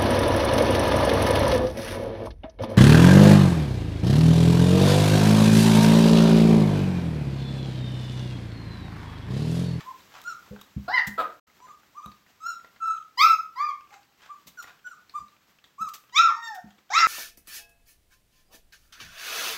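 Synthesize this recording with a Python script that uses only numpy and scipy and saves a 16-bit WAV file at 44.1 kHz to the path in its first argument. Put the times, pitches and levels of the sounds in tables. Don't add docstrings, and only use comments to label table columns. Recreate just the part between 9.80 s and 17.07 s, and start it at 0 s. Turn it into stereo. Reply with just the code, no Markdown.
import sys
import numpy as np
from scipy import signal
from scipy.fft import rfft, irfft
from scipy.io import wavfile
from scipy.ndimage import uniform_filter1d, minimum_filter1d

SR = 44100
rng = np.random.default_rng(int(sys.argv[2]) if len(sys.argv) > 2 else 0)


def unload_wav(signal):
    wavfile.write(
        sys.argv[1],
        SR,
        np.round(np.clip(np.atleast_2d(signal).T, -1, 1) * 32767).astype(np.int16),
    )


N = 320607
CUTOFF_HZ = 15900


def yips():
    # start, top and end in seconds; the pitch at each in Hz; level, swell and fade in dB;
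    # when opening and shutting begin in seconds (in row four shutting comes first, so the mouth barely
    # opens); the lowest tone's gain on shutting, octave level and overtone level in dB; time and width
    # of the rasp in seconds; strain from 0 to 1; overtone slope in dB per octave; throat tuning as a
    # factor; left over right in dB. Row six is the moan.
    cries = [ (1.081, 1.15, 1.207, 682.5, 1016, 762, -16, 1, -6.5, 1.13, 1.188, -1, 2.5, -17, 1.195, 0.02, 0.8, -3.5, 0.79, -6.5),
             (1.379, 1.388, 1.432, 688, 658.3, 543, -20.5, 0, -7.5, 1.37, 1.41, 8.5, -1, -19, 1.41, 0.025, 0.84, -28, 0.66, -5.5),
             (3.375, 3.469, 3.548, 968, 1349, 1274, -8, 10, -8.5, 3.37, 3.428, -1, -3.5, -10.5, 3.42, 0.015, 0.02, 2, 0.87, -2.5),
             (3.759, 3.839, 3.912, 957, 1211, 1077, -15.5, 7, -7.5, 3.83, 3.815, 1.5, -8, -19, 3.8, 0.034, 0.16, 1, 0.89, -4.5),
             (6.324, 6.426, 6.505, 934.5, 1378, 1060, -3, 22, -16.5, 6.35, 6.383, 12, -9, -13, 6.383, 0.008, 0.3, -8, 1.0, -6),
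             (6.503, 6.629, 6.785, 893, 929.2, 699, -20, -0.5, -7.5, 6.62, 6.68, 3, -8, -22.5, 6.7, 0.071, 0.05, -0.5, 1.0, -9.5),
             (7.103, 7.195, 7.3, 744, 1367, 1093, -12.5, 4, -5, 7.128, 7.21, 0.5, -5, -11, 7.21, 0.03, 0.8, -7, 1.02, -9.5)]
    out = np.zeros((2, N))
    for row in cries:
        add(out, *yip(*row))
    return out


def yip(start, top, end, start_hz, top_hz, end_hz, level_db, swell_db, fade_db, open_at, shut_at,
        rounding_db, octave_db, overtones_db, rasp_at, rasp_width, strain, slope_db, scale, pan_db):
    # frequency in Hz, gain in dB.
    mouth = [(650, -12.5), (950, -18.5), (1120, -6.5), (1310, 1), (1620, -7), (2050, 4), (2750, -8.5)]
    # frequency in Hz, level in dB.
    gruff_colour = [(150, -20), (480, 1), (900, -9), (1250, 4.5), (4500, -29)]
    s, gate, (arch,) = gesture([(start, -1), (top, 0), (end, 1)])
    t = s + np.arange(len(arch)) / SR
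    rise = arch ** 2 + .42 * (arch ** 2 - arch ** 6)
    pitch = top_hz + np.where(arch < 0, (start_hz - top_hz) * rise, (end_hz - top_hz) * arch ** 2)
    growing_db = -swell_db * np.clip((shut_at - t) / (shut_at - start), 0, 1) ** 1.68
    held_db = level_db + fade_db * np.clip((t - shut_at) / (end - shut_at), 0, 1)
    opening_s, shutting_s = 0.012, 0.018
    shut = np.clip((t - shut_at) / shutting_s, 0, 1)
    opening = np.clip((t - open_at) / opening_s, 0, 1) * (1 - shut)
    first_db = held_db + growing_db + at_hz(mouth, pitch) - rounding_db * (1 - shut)
    bright_db = held_db + 1.31 * growing_db - 11 * (1 - opening)
    second_db = bright_db + octave_db + at_hz(mouth, 2 * pitch)
    break_octaves_per_s, gruff_below_hz = 24, 760
    slide = abs(np.gradient(np.log2(pitch))) * SR / break_octaves_per_s
    crack = np.exp(-((t - rasp_at) / rasp_width) ** 2 / 2)
    rasp = np.clip(strain * np.maximum(crack, slide), 0, 1)
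    unsteady = pitch * (1 + .005 * wobble(40, len(t)))
    voice = larynx(unsteady, first_db, second_db, bright_db + overtones_db,
                   rasp, slope_db, scale, opening)
    slack = np.clip(10 * (1 - pitch / gruff_below_hz), 0, 1)
    gruff = slack * rasp * from_db(held_db + growing_db - 5.5) * noise(gruff_colour, len(t))
    return s, place(gate * (voice + gruff), pan_db, lag_ms=-.24)


def whimpers(start_db=-18, end_db=-10, octave_db=-28):
    # start, top and end in seconds, the pitch at each in Hz,
    # level at the top in dB, overtones against that level in dB, left over right in dB.
    cries = [(0.033, 0.106, 0.125, 920, 1050, 860, -41, -26, -1),
             (0.438, 0.466, 0.545, 1205, 1397, 1196, -35.5, -14.5, -13),
             (1.792, 1.838, 1.862, 874, 1020, 956, -49, -9, -9),
             (1.875, 1.894, 1.925, 1250, 1218, 1094, -43.5, -17, -10),
             (2.145, 2.181, 2.208, 952, 1195, 987, -42, -19, -8),
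             (2.217, 2.243, 2.272, 1123, 1236, 1010, -42.5, -18, -6.5),
             (2.604, 2.684, 2.74, 1243, 1362, 1270, -29.5, -14, -19),
             (3.003, 3.074, 3.175, 1333, 1326, 1262, -26.5, -23, -9.5),
             (4.111, 4.138, 4.175, 783, 811, 762, -48, -10.5, -11.5),
             (4.489, 4.512, 4.545, 1040, 1196, 1090, -37.5, -23, -0.5),
             (4.773, 4.801, 4.815, 1494, 1396, 1140, -36.5, -9.5, -13),
             (5.043, 5.067, 5.14, 1523, 1479, 1216, -39.5, -15.5, -13),
             (5.338, 5.363, 5.39, 1003, 1229, 1110, -30.5, -17, 0.5),
             (5.982, 6.03, 6.08, 1056, 1311, 1150, -29.5, -17.5, -9)]
    out = np.zeros((2, N))
    for start, top, end, start_hz, top_hz, end_hz, top_db, overtones_db, pan_db in cries:
        s, gate, (arch,) = gesture([(start, -1), (top, 0), (end, 1)])
        approach_hz = (start_hz - top_hz) * arch ** 2
        sag_hz = (end_hz - top_hz) * abs(arch) ** 3
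        pitch = top_hz + np.where(arch < 0, approach_hz, sag_hz)
        pitch *= 1 + .012 * wobble(35, len(arch))
        tremble_db = 3 * wobble(35, len(arch))
        db = top_db + np.where(arch < 0, start_db, end_db) * arch ** 2 + tremble_db
        scale = 1.11 * (1 + .08 * (rng.random() - .5))
        voice = larynx(pitch, db, db + octave_db, db + overtones_db,
                       rasp=.06, slope_db=1, scale=scale, opening=0, doubling=0)
        add(out, s, place(gate * voice, pan_db, lag_ms=0.1))
    return out


def larynx(pitch, first_db, octave_db, upper_db, rasp, slope_db, scale, opening, doubling=0.85):
    size = len(pitch)
    hz = pitch * (1 + .004 * wobble(60, size) + (.001 + .04 * rasp ** 2) * wobble(350, size))
    phase = 2 * np.pi * np.cumsum(hz) / SR
    k = np.arange(3, 22)[:, None]
    colour = throat(k * pitch, scale, opening) * from_db(slope_db * np.log2(k)) * (k * pitch < CUTOFF_HZ)
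    colour *= from_db(4 * np.array([wobble(20, size) for _ in k]))
    colour /= np.sqrt(np.sum(colour ** 2, axis=0))
    offset = rng.uniform(0, 2 * np.pi, k.shape)
    upper_halves = 0.7 * rasp * np.sin((k - .5) * phase - offset)
    upper = np.sum(colour * (np.sin(k * phase + offset) + upper_halves), axis=0)
    puffs = rfft(rng.standard_normal(size) * (1 + np.cos(phase)))
    breath = irfft(puffs * throat(np.arange(len(puffs)) * SR / size, scale, np.max(opening)), size)
    upper += (0.02 + 0.45 * rasp) * rms_one(breath)
    first, octave = from_db(first_db), from_db(octave_db)
    half_gain = doubling * rasp * np.sqrt(first * (first + octave) / 2)
    low_half = half_gain * np.sin(3 * phase / 2 + rasp * wobble(250, size))
    voice = first * np.sin(phase) + octave * np.sin(2 * phase) + low_half + from_db(upper_db) * upper
    shimmer = 1 + 0.3 * rasp * wobble(150, size)
    return np.sqrt(2) * voice * shimmer


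def throat(hz, scale, opening):
    # centre in Hz, width in Hz, gain in dB, change with the mouth shut in dB.
    resonances = [(2240, 600, 1, -7.5), (3650, 330, 5.5, -8), (5550, 1000, 4, -2), (6700, 1000, -3, -1)]
    # centre in Hz, width in Hz, gain in dB.
    bright_edge = (13500, 2900, -19.5)
    peaks = [(centre * scale, width * scale, db + shut_db * (1 - opening))
             for centre, width, db, shut_db in resonances]
    peaks.append(bright_edge)
    return sum(from_db(db) / (1 + (2 * (hz - centre) / width) ** 2) for centre, width, db in peaks)


def low_thumps(shudder_s=0.011):
    # start in seconds, level in dB, relative level of the ring in dB, push length in seconds.
    hits = [(0.708, -32.5, 1, 0.0084), (0.963, -21.5, -33, 0.0082), (1.272, -30, -23, .007),
            (2.259, -37, -22, 0.0068), (4.659, -49, -21, 0.0038), (5.396, -50, -19, 0.013),
            (6.006, -42.5, -23, 0.005), (6.84, -38.5, -21, 0.0049)]
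    # frequency in Hz, level in dB, ring time in seconds.
    low_tones = [(71, -5.5, 0.17), (199, 11, 0.046), (205.5, -8, 0.3)]
    hollow_tones = [(421, -17.5, 0.12), (499, -14, 0.13)]
    out, t = np.zeros(N), np.arange(SR // 2) / SR
    for s, db, hollow_db, push_s in hits:
        push = np.sin(2 * np.pi * np.clip(t / push_s, 0, 1))
        softness = from_db(-0.2 * (db + 14))
        shudder = wobble(620, len(t)) * t / shudder_s * np.exp(-t / (shudder_s * np.sqrt(softness)))
        thump = peak_one(ring(push + 0.55 * softness * shudder, low_tones))
        hollow = peak_one(ring(shudder, hollow_tones))
        add(out, s, from_db(db) * (thump + from_db(hollow_db - 7) * hollow))
    return filtered([out, out], 3, 55, "high")


def claw_ticks(hiss_per_s=800):
    # start in seconds, peak level in dB, skid length in seconds.
    skids = [(0.415, -34.5, 0.003), (0.438, -38, 0.0028), (0.812, -34.5, 0.004), (1.268, -25.5, 0.012),
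             (2.259, -33.5, 0.0018), (4.668, -35.5, 0.016), (4.823, -36, 0.0078), (6.086, -35, 0.0082),
             (6.135, -29, 0.016), (6.744, -36, 0.014)]
    # frequency in Hz, level in dB, ring time in seconds.
    rim_tones = [(1276, -6, 0.014), (3850, -11.5, 0.023), (4340, -21, 0.0042)]
    out, t = np.zeros(N), np.arange(SR // 5) / SR
    for s, db, length in skids:
        grit = rng.standard_normal(len(t)) * t / length * np.exp(-2 * t / length)
        rim = sum(rng.random() * ring(grit, [tone]) for tone in rim_tones)
        scrape = hiss_per_s * length * filtered(grit, 1, [1300, 15000], "band")
        add(out, s, from_db(db) * peak_one(rim + scrape))
    return np.array([out, out])


def mouth_smacks(parting_s=0.0054, lick_db=-49, lick_spread_db=8, lick_count=55):
    # start in seconds, peak level in dB.
    smacks = [(0.661, -46), (0.762, -38), (2.846, -41), (4.841, -36), (5.295, -41), (5.841, -40)]
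    # frequency in Hz, level in dB, ring time in seconds.
    mouth_tones = [(1390, -5, 0.008), (2310, 3, 0.004), (4500, -6, 0.002)]
    out, t = np.zeros(N), np.arange(SR // 20) / SR
    licks = [(when * N / SR, lick_db + lick_spread_db * (force - .5))
             for when, force in rng.random((lick_count, 2))]
    for s, db in smacks + licks:
        size = np.exp(0.49 * rng.uniform(-1.4, 1))
        burst = rng.standard_normal(len(t)) * np.exp(-t / parting_s)
        smack = ring(burst, [(hz / size, tone_db, ring_s) for hz, tone_db, ring_s in mouth_tones])
        add(out, s, from_db(db) * peak_one(smack))
    return place(out, pan_db=-2, lag_ms=0)


def scuffs(grain_db=3.5):
    # middle of the swell in seconds, width in seconds, level in dB.
    brushes = [(.01, 0.013, -47.5), (0.361, 0.031, -51.5), (4.14, 0.01, -52.5), (4.441, 0.026, -53.5),
               (4.884, 0.015, -50)]
    # frequency in Hz, level in dB.
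    colour = [(300, 2.5), (1300, 20), (7000, 2), (15000, -11)]
    t = np.arange(N) / SR
    swell = sum(from_db(db) * np.exp(-((t - s) / width) ** 2 / 2) for s, width, db in brushes)
    rubbing = noise(colour, N) * from_db(grain_db * (wobble(140, N) + 0.5))
    return place(swell * rubbing, pan_db=-13, lag_ms=0)


def room_echo(sound, first_s=0.0017, build_s=0.0041):
    # frequency in Hz, seconds the echo takes to fall by 60 dB.
    echo_times = [(1200, 0.4), (4000, 0.24), (12000, 0.39)]
    t = np.arange(int(.7 * SR)) / SR
    build = np.clip((t - first_s) / build_s, 0, 1)
    edges, tail = np.geomspace(60, CUTOFF_HZ, 9), 0
    for low, high in zip(edges, edges[1:]):
        hz = np.sqrt(low * high)
        band = filtered(rng.standard_normal((2, len(t))), 2, [low, high], "band")
        band = band if hz > 500 else band[[0, 0]]
        decay = from_db(-60 * t / at_hz(echo_times, hz)) * build
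        tail = tail + band * decay / np.sqrt(np.sum(decay ** 2))
    return signal.fftconvolve(sound[1:], tail, axes=1)[:, :N]


def room_hiss(apart_hz=700, uneven_db=1.18):
    # time in seconds, level in dB.
    levels = [(0, -54), (1.001, -59), (1.999, -62.5), (7.27, -65.5)]
    # frequency in Hz, level in dB.
    colour = [(24, -36), (45, -12.5), (190, -7), (600, -13.5), (1200, -10), (16000, -23)]
    side = filtered(noise(colour, N), 1, apart_hz, "high")
    level_db = np.interp(np.arange(N) / SR, *np.transpose(levels)) + uneven_db * wobble(11, N)
    return from_db(level_db) * (noise(colour, N) + side * [[1], [-1]])


def gesture(rows, fade_s=0.0066):
    s, *columns = np.transpose(rows)
    t = np.arange(s[0] - fade_s / 2, s[-1] + fade_s, 1 / SR)
    gate = np.sin(np.pi / 2 * np.clip(np.minimum(t - t[0], t[-1] - t) / fade_s, 0, 1)) ** 2
    return t[0], gate, [np.interp(t, s, column) for column in columns]


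def ring(drive, tones):
    out = 0
    for hz, db, ring_s in tones:
        decay, step = from_db(-60 / (ring_s * SR)), 2 * np.pi * hz / SR
        feedback = [1, -2 * decay * np.cos(step), decay * decay]
        out = out + from_db(db) * signal.lfilter([0, np.sin(step)], feedback, drive)
    return out


def noise(colour, size):
    hz = np.arange(size // 2 + 1) * SR / size + 1
    return rms_one(irfft(rfft(rng.standard_normal(size)) * from_db(at_hz(colour, hz)), size))


def wobble(rate_hz, size):
    return rms_one(filtered(rng.standard_normal(size + SR // 2), 2, rate_hz, "low"))[-size:]


def filtered(sound, order, hz, kind):
    return signal.sosfilt(signal.butter(order, hz, kind, fs=SR, output="sos"), sound)


def place(sound, pan_db, lag_ms):
    gains = rms_one(from_db([pan_db / 2, -pan_db / 2]))
    return gains[:, None] * [np.roll(sound, round(lag_ms * SR / 1000)), sound]


def add(track, s, sound):
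    start = max(int(s * SR), 0)
    part = sound[..., :max(N - start, 0)]
    track[..., start:start + part.shape[-1]] += part


def at_hz(points, hz):
    frequencies, values = np.transpose(points)
    return np.interp(np.log(hz), np.log(frequencies), values)


def from_db(db):
    return 10 ** (np.asarray(db) / 20)


def rms_one(x):
    return x / np.sqrt(np.mean(x ** 2) + 1e-20)


def peak_one(x):
    return x / abs(x).max()


def scene():
    voices = yips() + whimpers()
    thumps = low_thumps()
    small = claw_ticks() + mouth_smacks() + scuffs()
    echo = room_echo(from_db(-6) * voices + from_db(-11) * thumps + from_db(-5) * small)
    return voices + thumps + small + echo + room_hiss()


def record(dry):
    gap = (1.6, 1.668)
    coloured = signal.lfilter(*signal.iirnotch(9600, 2.6, fs=SR), dry)
    limiter = np.minimum(1, .97 / (abs(coloured).max(axis=0) + 1e-9))
    t = np.arange(N) / SR
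    live = (t < gap[0]) | (t > gap[1])
    gain = uniform_filter1d(minimum_filter1d(limiter * live, size=300), size=300)
    top_cut = signal.ellip(10, .1, 80, CUTOFF_HZ, fs=SR, output="sos")
    return signal.sosfilt(top_cut, gain * coloured)


dry = scene()
out = record(dry)
unload_wav(out)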